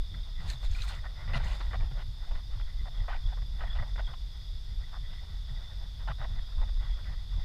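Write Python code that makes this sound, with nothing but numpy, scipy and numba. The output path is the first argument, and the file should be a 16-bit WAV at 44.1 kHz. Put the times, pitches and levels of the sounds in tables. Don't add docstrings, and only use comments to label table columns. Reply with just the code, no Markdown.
import sys
import numpy as np
from scipy import signal
from scipy.fft import rfft, irfft, next_fast_len
from scipy.io import wavfile
from scipy.ndimage import uniform_filter1d
from numba import njit

SR = 44100
rng = np.random.default_rng(int(sys.argv[2]) if len(sys.argv) > 2 else 0)


def gain_from_decibels(decibels):
    exponent = np.asarray(decibels, float) / 20
    return 10 ** exponent


def master(y):
    cut = np.clip(np.atleast_2d(y).T, -1, 1)
    pcm = np.round(cut * 32767)
    wavfile.write(sys.argv[1], SR, pcm.astype(np.int16))


N = 328211
TIME = np.arange(N) / SR


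def level(x, db):
    return x * gain_from_decibels(db) / np.sqrt(np.mean(x ** 2))


def noise():
    return rng.standard_normal(N)


def colour(x, points):
    hz, db = np.transpose(points)
    f = np.maximum(np.arange(N // 2 + 1) * SR / N, 1)
    gain_db = np.interp(np.log(f), np.log(hz), db, left=-90, right=-90)
    return level(irfft(rfft(x) * gain_from_decibels(gain_db), N), 0)


def walk(rate_hz):
    k = int(SR / rate_hz)
    steps = np.repeat(rng.standard_normal(N // k + 1), k)
    slewed = uniform_filter1d(uniform_filter1d(steps, k), k)
    return level(slewed[:N], 0)


def grit(rate_hz, spread_db):
    hit = rng.random(N) < rate_hz / SR
    size = gain_from_decibels(spread_db * rng.exponential(size=N))
    return level(hit * noise() * size, 0)


@njit
def svf(x, hz, width):
    y, band, low = np.empty(len(x)), 0., 0.
    for i in range(len(x)):
        g, k = np.tan(np.pi * hz[i] / SR), width / hz[i]
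        v = (band + g * (x[i] - low)) / (1 + g * (g + k))
        band, low, y[i] = 2 * v - band, low + 2 * g * v, k * v
    return y


def ring(x, hz, width_hz, drift):
    centre_hz = hz * (1 + drift * walk(25))
    once = svf(x, centre_hz, 1. * width_hz)
    return level(svf(once, centre_hz, 1.96 * width_hz), 0)


def even(x, samples):
    power = uniform_filter1d(x ** 2, samples)
    return level(x / (power + 0.12) ** 0.3, 0)


def steady(x, power):
    envelope = np.abs(signal.hilbert(x, next_fast_len(N))[:N])
    return level(x / (envelope + 0.75) ** power, 0)


def pings(table, glide):
    out = np.zeros(N)
    for start_s, peak_db, pitch_hz, cycles in table:
        first = int(start_s * SR)
        t = TIME[:min(int(4 * cycles / pitch_hz * SR), N - first)]
        age = 2 * t * pitch_hz / cycles
        tone = np.sin(2 * np.pi * pitch_hz * t * (1 + glide * (age - 2)))
        out[first:first + len(t)] += gain_from_decibels(peak_db) * age * np.exp(1 - age) * tone
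    return out


def spells(table, rise_db_per_s, fall_db_per_s, rest_db):
    gain_db = np.full(N, 1. * rest_db)
    for start_s, hold_s, db in table:
        span = slice(max(int((start_s - .5) * SR), 0), int((start_s + hold_s + .5) * SR))
        t = TIME[span]
        before_db = rise_db_per_s * (start_s - t)
        after_db = fall_db_per_s * (t - start_s - hold_s)
        spell_db = db - np.maximum(0, np.maximum(before_db, after_db))
        gain_db[span] = np.maximum(gain_db[span], spell_db)
    return gain_from_decibels(gain_db)


def trill(hz, rate_hz, slide):
    stroke = (np.cumsum(rate_hz * (1 + .06 * walk(6))) / SR + rng.random()) % 1
    pitch_hz = hz * (1 + .012 * walk(30) + slide * (.35 - stroke))
    pulse = np.sin(np.pi * np.clip(stroke / 0.82, 0, 1)) ** 2
    return pulse * np.sin(2 * np.pi * np.cumsum(pitch_hz) / SR)


# (start_s, length_s, drive_db, upper_over_lower_resonances_db, spray_db)
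SLOSHES = [(0.143, .011, -62, 24, -22), (.403, .084, -55, 3, -8), (0.496, .016, -54.5, 16, -2),
           (0.629, .022, -52.5, -1, -21), (0.757, .016, -56.5, 11, -11), (.78, .063, -57, 7, 2),
           (0.84, .024, -57, 12, -5), (.877, .0054, -48, 6, 0), (0.894, .054, -50.5, 4, -2.5),
           (0.945, .042, -56.5, 5, -6), (1.04, .029, -46.5, 2.5, -20), (1.198, .077, -56, 2, -12),
           (1.277, .046, -50.5, 5, -7), (1.333, .018, -42, 2, -3), (1.354, .028, -41, 4, -3),
           (1.384, .035, -48, 2, -12), (1.429, .15, -49.5, 0, -5.5), (1.557, .054, -56, -3, -8),
           (1.604, .012, -45, 4, -7), (1.616, .072, -55.5, -1, -9), (1.708, .024, -51.5, 4, -12),
           (1.732, .025, -41.5, 3, -16), (1.797, .05, -53, -5, -13), (1.911, .008, -51, -10, -9),
           (1.99, .038, -50.5, 1, -10), (2.311, .01, -46.5, -4, -15), (2.332, .028, -57.5, -5, -20),
           (2.351, .011, -51, 5, -9), (2.367, .029, -58, -5, -11), (2.596, .021, -55, -2, -9),
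           (2.855, .03, -51, -0.5, -16), (3.08, .074, -44.5, 1.5, -11), (3.156, .014, -52, -1, -7),
           (3.322, .011, -49, -7, -19), (3.371, .015, -51.5, 1, -25), (3.418, .0084, -53.5, -2, -18),
           (3.587, .014, -54, -3, -12), (3.606, .04, -45.5, 1.5, -9), (3.652, .081, -54.5, 1, -11),
           (3.748, .031, -51, 0, -7), (3.784, .02, -45.5, 1, -19), (3.803, .024, -57, -1, -11),
           (3.822, .015, -44.5, -4, -25), (3.835, .063, -59, -3, -15), (3.959, .0041, -41, 2, -11),
           (3.979, .017, -45, 6, -15), (3.993, .014, -46, 1, -12), (4.073, .048, -53, 1, -17),
           (4.131, .011, -48.5, -3, -13), (4.93, .045, -53.5, 1, -24), (5.131, .009, -58, -1, -5),
           (6.075, .014, -42, 1, -14), (6.095, .023, -43, 0, -14), (6.183, .018, -55, -1, -13),
           (6.201, .014, -51, -1, -12), (6.214, .04, -45.5, -1.5, -13.5), (6.382, .014, -55.5, 9, -17),
           (6.529, .008, -59, 8, -14), (6.58, .033, -57, -1, -8), (6.613, .023, -48.5, 0, -21),
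           (6.678, .02, -56.5, -2, -12), (6.802, .066, -55, -4, -14), (7.052, .097, -58, 3, -10)]
# (start_s, hold_s, drive_db)
LAPPING = [(.17, .04, -66), (.27, 0.017, -59.5), (.4, 0.13, -60), (.62, 0.52, -63), (1.2, 0.68, -61.5),
           (1.96, 0.022, -58.5), (2.22, 0.15, -62.5), (2.52, 0.063, -61), (2.68, 0.033, -60.5),
           (2.8, .03, -64), (2.96, 0.33, -63.5), (3.28, .02, -57.5), (3.54, .5, -65), (4.36, 0.011, -66.5),
           (4.72, .01, -69), (4.8, .02, -65), (4.92, .01, -60.5), (5.04, .2, -64.5), (5.32, 0.044, -65.5),
           (5.52, 0.1, -61), (5.72, 0.0076, -58), (5.76, 0.092, -64), (5.92, .01, -61.5),
           (6.0, 0.023, -58.5), (6.28, 0.15, -62), (6.52, 0.17, -62), (6.86, 0.16, -60.5), (7.2, .01, -65),
           (7.34, 0.14, -63.5)]
# (pitch_hz, first_filter_width_hz, weight_db)
HOUSING = [(320, 340, -2), (600, 185, -2), (784, 360, -2), (1100, 420, -4), (1460, 233, -3),
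           (1915, 184, -0.5), (2370, 360, -3), (2990, 690, -2), (4200, 1300, -10.5)]
# (time_s, share_db in a slosh of -46 dB drive)
BODY_SHARE = [(0, -13), (.6, -11), (1.2, -13), (1.9, -7.5), (2.3, -15), (4.0, -17), (6.1, -16),
              (6.6, -11.5), (7.44, -14)]


def sloshes():
    push = spells(LAPPING, rise_db_per_s=190, fall_db_per_s=210, rest_db=-80) * gain_from_decibels(2.8 * walk(40))
    tilt_db, spray_db, body_db = np.full(N, 0.), np.full(N, -12.), np.full(N, -14.)
    for start_s, length_s, drive_db, slosh_tilt_db, slosh_spray_db in SLOSHES:
        span = slice(int(start_s * SR), int((start_s + length_s) * SR))
        push[span] = gain_from_decibels(drive_db)
        tilt_db[span] = slosh_tilt_db
        spray_db[span] = slosh_spray_db
        body_db[span] = np.interp(start_s, *np.transpose(BODY_SHARE)) - 0.38 * (drive_db + 46)
    dribble = signal.lfilter([.005], [1, .005 - 1], push)
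    push = np.maximum(uniform_filter1d(push, 130), dribble)
    impacts = grit(3000, 0.69)
    rung = np.zeros(N)
    for k, (hz, width_hz, weight_db) in enumerate(HOUSING):
        if hz > 2200:
            share_db = spray_db
        elif hz < 450:
            share_db = body_db
        else:
            share_db = np.clip(1.3 * np.log2(hz / 1000.), -.5, .5) * tilt_db
        drive = 1.17 * impacts + grit(1500, 0.94)
        gain = gain_from_decibels(weight_db + uniform_filter1d(share_db, 90) + 2.8 * walk(45)) * np.sqrt(width_hz / 1000.)
        rung += (-1) ** k * gain * even(ring(drive, hz, width_hz, 0.022), samples=700)
    return push * rung


# (start_s, hold_s, level_db)
SQUIRT = [(1.338, .04, -71)]


def squirt():
    gain = spells(SQUIRT, rise_db_per_s=1500, fall_db_per_s=1200, rest_db=-110)
    return gain * ring(noise(), 10000, 900, .01)


# (start_s, peak_db, pitch_hz)
BUBBLES = [(.763, -46.5, 1460), (.838, -45, 1350), (1.043, -49, 1440), (1.059, -45.5, 740),
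           (1.351, -41, 1020), (1.353, -40, 1344), (1.364, -39, 700), (1.37, -40, 1466), (1.402, -46, 1500),
           (1.403, -43, 874), (1.457, -47, 874), (1.6, -51, 1140), (1.736, -50, 1270), (1.744, -38.5, 742),
           (1.749, -48, 1550), (2.312, -48.5, 696), (3.083, -36, 684), (3.102, -37, 807), (3.123, -43, 710),
           (3.13, -37.5, 1490), (3.146, -41, 780), (3.331, -49.5, 820), (3.614, -45, 1270),
           (3.636, -42, 665), (3.783, -50, 960), (3.791, -51, 600), (3.793, -47, 1277), (3.826, -45, 746),
           (3.994, -41, 1490), (3.996, -42, 715), (4.132, -50, 710), (4.136, -43.5, 1037),
           (6.083, -39, 854), (6.085, -39, 1446), (6.215, -41.5, 1240), (6.247, -46, 680),
           (6.52, -54, 1360), (6.625, -44, 837)]


def bubbles():
    ring_s = 0.0061
    return pings([(s, db, hz, hz * ring_s) for s, db, hz in BUBBLES], glide=0.0036)


# (start_s, hold_s, treble_level_db)
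REED_STROKES = [(.41, .06, -72), (.5, 0.0044, -54), (.642, 0.012, -62), (.72, 0.077, -63), (.82, .02, -57),
                (.884, 0.0071, -57), (.946, .01, -66), (1.36, 0.013, -68), (1.45, 0.11, -64),
                (1.59, .14, -74)]
# (pitch_hz, density_db_per_hz)
REED_COLOUR = [(1180, -3.5), (2000, -7), (2180, -7), (2410, -7.5), (3060, -11.5), (4290, -1), (5440, -14.5),
               (6550, -13), (8810, -16), (10000, -23), (15200, -25.5)]


def reeds():
    stroke = spells(REED_STROKES, rise_db_per_s=350, fall_db_per_s=310, rest_db=-96)
    blades = np.zeros(N)
    for hz in 1800 * 2 ** np.arange(0, 3.2, .5):
        crackle = grit(900, 1.9) + 0.78 * noise()
        blades += svf(crackle, np.full(N, hz), hz / 3)
    scrape = colour(blades, REED_COLOUR)
    treble = signal.sosfilt(signal.butter(4, 5800, "high", fs=SR, output="sos"), scrape)
    return stroke * scrape / np.std(treble)


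# (start_s, peak_db, pitch_hz, cycles to twice the peak time)
TICKS = [(0.501, -35, 4160, 9.5), (0.501, -37.5, 6570, 8.7), (0.501, -42, 8000, 7.2),
         (0.533, -42, 3930, 14), (.5847, -57, 6400, 9.4), (.66, -42, 3720, 8), (.7139, -50, 6500, 14),
         (0.7493, -40, 2380, 11), (.7563, -46, 4200, 6.7), (0.785, -45, 2500, 14), (.802, -44, 2500, 12),
         (.812, -40, 4050, 7.4), (0.8208, -29.5, 3920, 5.2), (.8201, -44, 6160, 10), (.855, -55, 13000, 6),
         (0.878, -46, 2330, 9.1), (.884, -47, 8700, 8), (.890, -43, 8300, 7), (.889, -38.5, 3620, 14),
         (.906, -53, 8200, 8), (1.342, -32, 1990, 17), (1.345, -34.5, 2800, 10), (1.446, -42, 6600, 3),
         (1.5964, -51, 6600, 4), (1.342, -47, 4600, 12), (1.352, -44, 4300, 10), (1.366, -48, 4700, 10),
         (1.472, -44, 2820, 10), (1.519, -51, 6500, 8.7), (1.806, -49, 2300, 7.4), (2.0, -46, 1800, 1.5),
         (2.575, -51, 900, 1.5), (2.599, -40, 1240, 1.6), (2.614, -44, 1900, 1.4), (5.137, -48, 1700, 1.3),
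         (5.51, -52, 1300, 1.4), (5.81, -54, 900, 1.5), (5.86, -54, 900, 1.5), (6.69, -47, 1510, 1.7),
         (6.775, -50, 1100, 1.1), (6.99, -47, 1300, 1.4), (7.045, -49, 2300, 2.5), (7.36, -62, 1400, 1.6)]


def ticks():
    return pings(TICKS, glide=0.0029)


# (start_s, hold_s, gain_db)
SWINGS = [(0, 0.027, -29.5), (.21, 0.0075, -32.5), (.39, 0.02, -29), (.48, 0.0031, -27.5),
          (.68, 0.048, -27.5), (.78, 0.11, -31), (.99, 0.17, -34.5), (1.28, .13, -29), (1.44, 0.096, -26.5),
          (1.68, 0.0045, -26), (1.8, 0.062, -26.5), (1.9, 0.19, -32), (2.22, .01, -33.5),
          (2.32, 0.038, -27.5), (2.53, 0.0038, -29.5), (2.65, 0.004, -28), (2.78, 0.052, -28.5),
          (3.0, 0.04, -27), (3.11, 0.12, -30.5), (3.25, 0.037, -27.5), (3.36, 0.35, -32.5),
          (3.77, 0.034, -26), (3.92, 0.14, -31), (4.23, 0.054, -33.5), (4.37, .005, -30.5),
          (4.5, 0.065, -33.5), (4.7, 0.11, -31.5), (4.98, .24, -34.5), (5.34, .3, -35.5),
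          (5.76, 0.18, -35.5), (6.03, 0.089, -32.5), (6.25, 0.16, -30), (6.59, 0.019, -23.5),
          (6.71, 0.097, -27.5), (6.92, 0.013, -26.5), (7.1, .15, -33), (7.33, 0.24, -31)]
# (pitch_hz, density_db_per_hz)
SWAY_COLOUR = [(10, -10.5), (16, 1.5), (27, 0), (44, 1.5), (60, -7), (90, -51)]


def sway():
    swing = steady(colour(noise(), SWAY_COLOUR), 0.64)
    swing = signal.sosfiltfilt(signal.butter(4, 75, fs=SR, output="sos"), swing)
    return spells(SWINGS, rise_db_per_s=158, fall_db_per_s=197, rest_db=-38.5) * swing


# (start_s, dull_gain_db, firm_over_dull_db)
THUDS = [(0, -47, -11), (.14, -40, -9), (.39, -44.5, -10), (.46, -37, -24), (.72, -42.5, -13),
         (.81, -53, -18), (.99, -45.5, -5.5), (1.3, -43.5, -13), (1.37, -40, -3), (1.47, -39, -5),
         (1.76, -37.5, -9.5), (1.84, -36.5, -13), (2.09, -44, -20), (2.34, -42, -14), (2.57, -42.5, -20),
         (2.82, -44, -9), (3.02, -43, -25), (3.27, -44.5, -13), (3.4, -45.5, -6.5), (3.69, -44, -11),
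         (3.81, -38, -19), (4.02, -45.5, -16), (4.7, -42.5, -17), (4.85, -46, -8), (4.95, -49, -12),
         (5.12, -45.5, -9), (5.53, -43.5, -9), (5.8, -47, -13), (6.05, -46, -12), (6.34, -39.5, -9),
         (6.57, -43, -20), (6.65, -42, -11), (7.09, -41.5, -20), (7.21, -49, -15), (7.38, -41.5, -11)]
# (pitch_hz, first_filter_width_hz)
THUD_BANDS = [(78, 27.9), (132, 38)]


def thuds():
    dull, firm = (steady(ring(noise(), hz, width_hz, 0.019), 0.19) for hz, width_hz in THUD_BANDS)
    firm = signal.sosfilt(signal.butter(3, 190, fs=SR, output="sos"), firm)
    dull_hits = [(s, 0, db) for s, db, _ in THUDS]
    firm_hits = [(s, 0, db + more_db) for s, db, more_db in THUDS]
    dull = dull * spells(dull_hits, rise_db_per_s=123, fall_db_per_s=118, rest_db=-48.5)
    firm = firm * spells(firm_hits, rise_db_per_s=116, fall_db_per_s=100, rest_db=-59)
    return gain_from_decibels(1.9 * walk(28)) * (dull + firm)


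# (start_s, peak_db, pitch_hz)
KNOCKS = [(.137, -46, 157), (.39, -45, 156), (0.461, -37, 90), (.538, -41, 130), (.695, -30.5, 79),
          (.801, -35.5, 89.5), (.973, -40, 109), (1.345, -43.5, 219), (1.356, -32, 130), (1.464, -40, 102),
          (1.771, -44.5, 130), (1.825, -40, 102), (1.914, -36.5, 130), (1.974, -47, 144),
          (2.074, -38.5, 107), (2.557, -38.5, 101), (3.003, -34, 87), (3.236, -34.5, 96), (3.794, -32, 115),
          (4.082, -43, 124), (5.502, -40.5, 131), (6.093, -37, 138), (6.195, -39.5, 124),
          (6.299, -35.5, 101), (6.566, -44, 91), (7.205, -44, 99), (7.37, -43.5, 129)]


def knocks():
    ring_s = 0.026
    return pings([(s, db, hz, hz * ring_s) for s, db, hz in KNOCKS], glide=-0.035)


# (time_s, level_db)
CHORUS = [(0, -56.5), (1.08, -59), (1.43, -57.5), (4.14, -59), (4.54, -55.5), (4.7, -59), (5.08, -56.5),
          (7.19, -58), (7.44, -54.5)]
# (pitch_hz, pulse_rate_hz, relative_db)
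SINGERS = [(3396, 39.5, -6.5), (3424, 41.5, -6), (3520, 30, -2.5), (3560, 43.0, -3.5), (3656, 40.5, -1.5),
           (3705, 42.0, -5), (3820, 36.0, -9.5)]


def cricket_chorus():
    singers = sum(gain_from_decibels(db + 3.8 * walk(4.0)) * trill(hz, rate_hz, .09) for hz, rate_hz, db in SINGERS)
    tail = rng.standard_normal(6000) * np.exp(-TIME[:6000] / 0.068)
    echo = signal.fftconvolve(singers, tail)[:N]
    far = ring(noise(), 3565, 330, 0.014)
    chorus = level(level(singers, 0) + level(echo, -2.5) + level(far, 0.21), 0)
    return gain_from_decibels(np.interp(TIME, *np.transpose(CHORUS))) * chorus


# (start_s, hold_s, level_db)
NEAR_CRICKET = [(.21, 1, -68), (2.62, 0.065, -61), (2.96, 0.024, -61), (3.27, 0.12, -57.5),
                (3.69, .01, -56), (4.06, .01, -54), (4.35, 0.12, -64), (5.1, .07, -62), (5.49, .04, -60),
                (6.05, .05, -70), (6.4, 0.066, -59.5), (6.92, .01, -54), (7.35, .09, -68)]


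def near_cricket():
    gain = spells(NEAR_CRICKET, rise_db_per_s=140, fall_db_per_s=160, rest_db=-77)
    return gain * level(trill(3390, 40.5, .105) * gain_from_decibels(3.5 * walk(40)), 0)


# (start_s, hold_s, level_db)
CHIRPS = [(.38, 0.032, -58.5), (.5, .01, -67), (.82, .01, -68), (.94, 0.051, -56.5), (1.16, 0.067, -62),
          (1.3, .04, -56), (1.46, .005, -50), (1.5, 0.036, -54), (1.66, .01, -58), (2.37, .01, -61),
          (2.69, .01, -61), (2.8, .01, -58.5), (3.01, .01, -57), (4.41, .01, -67), (4.7, .03, -67),
          (4.84, .01, -59), (5.05, 0.0074, -60), (5.13, 0.071, -61.5), (5.29, .08, -68), (5.49, .01, -62.5),
          (5.57, .01, -61), (6.37, .01, -63), (6.8, 0.13, -63), (7.08, 0.011, -56), (7.14, 0.089, -67),
          (7.4, .04, -61.5)]


def chirps():
    strikes = grit(400, 1.4) + 0.47 * noise()
    gain = spells(CHIRPS, rise_db_per_s=450, fall_db_per_s=520, rest_db=-75)
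    return gain * even(ring(strikes, 1977, 140, 0.011), samples=700)


# (pitch_hz, first_filter_width_hz, level_db)
KATYDIDS = [(4300, 70, -72.5), (4600, 330, -68.5), (4960, 330, -64.5), (5290, 750, -69.5), (6500, 450, -82)]


def katydids():
    return sum(gain_from_decibels(db + .8 * walk(12)) * ring(noise(), hz, width_hz, 0.0059) for hz, width_hz, db in KATYDIDS)


# (pitch_hz, density_db_per_hz)
HISS = [(150, -22), (364, -15.5), (883, -15), (1960, -18), (2620, -20.5), (4000, -15), (5900, -27),
        (8000, -28), (13600, -31.5), (15300, -34.5)]


def night_hiss():
    return gain_from_decibels(-63.5) * colour(noise(), HISS)


def scene():
    water = sloshes() + squirt() + bubbles()
    brush = reeds() + ticks()
    motion = sway() + thuds() + knocks()
    insects = cricket_chorus() + near_cricket() + chirps() + katydids()
    return (water + brush + motion + insects + night_hiss())[None]


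def top_cut(x):
    return signal.sosfilt(signal.butter(12, 15310, fs=SR, output="sos"), x)


def record(dry):
    return top_cut(dry)


dry = scene()
out = record(dry)
master(out)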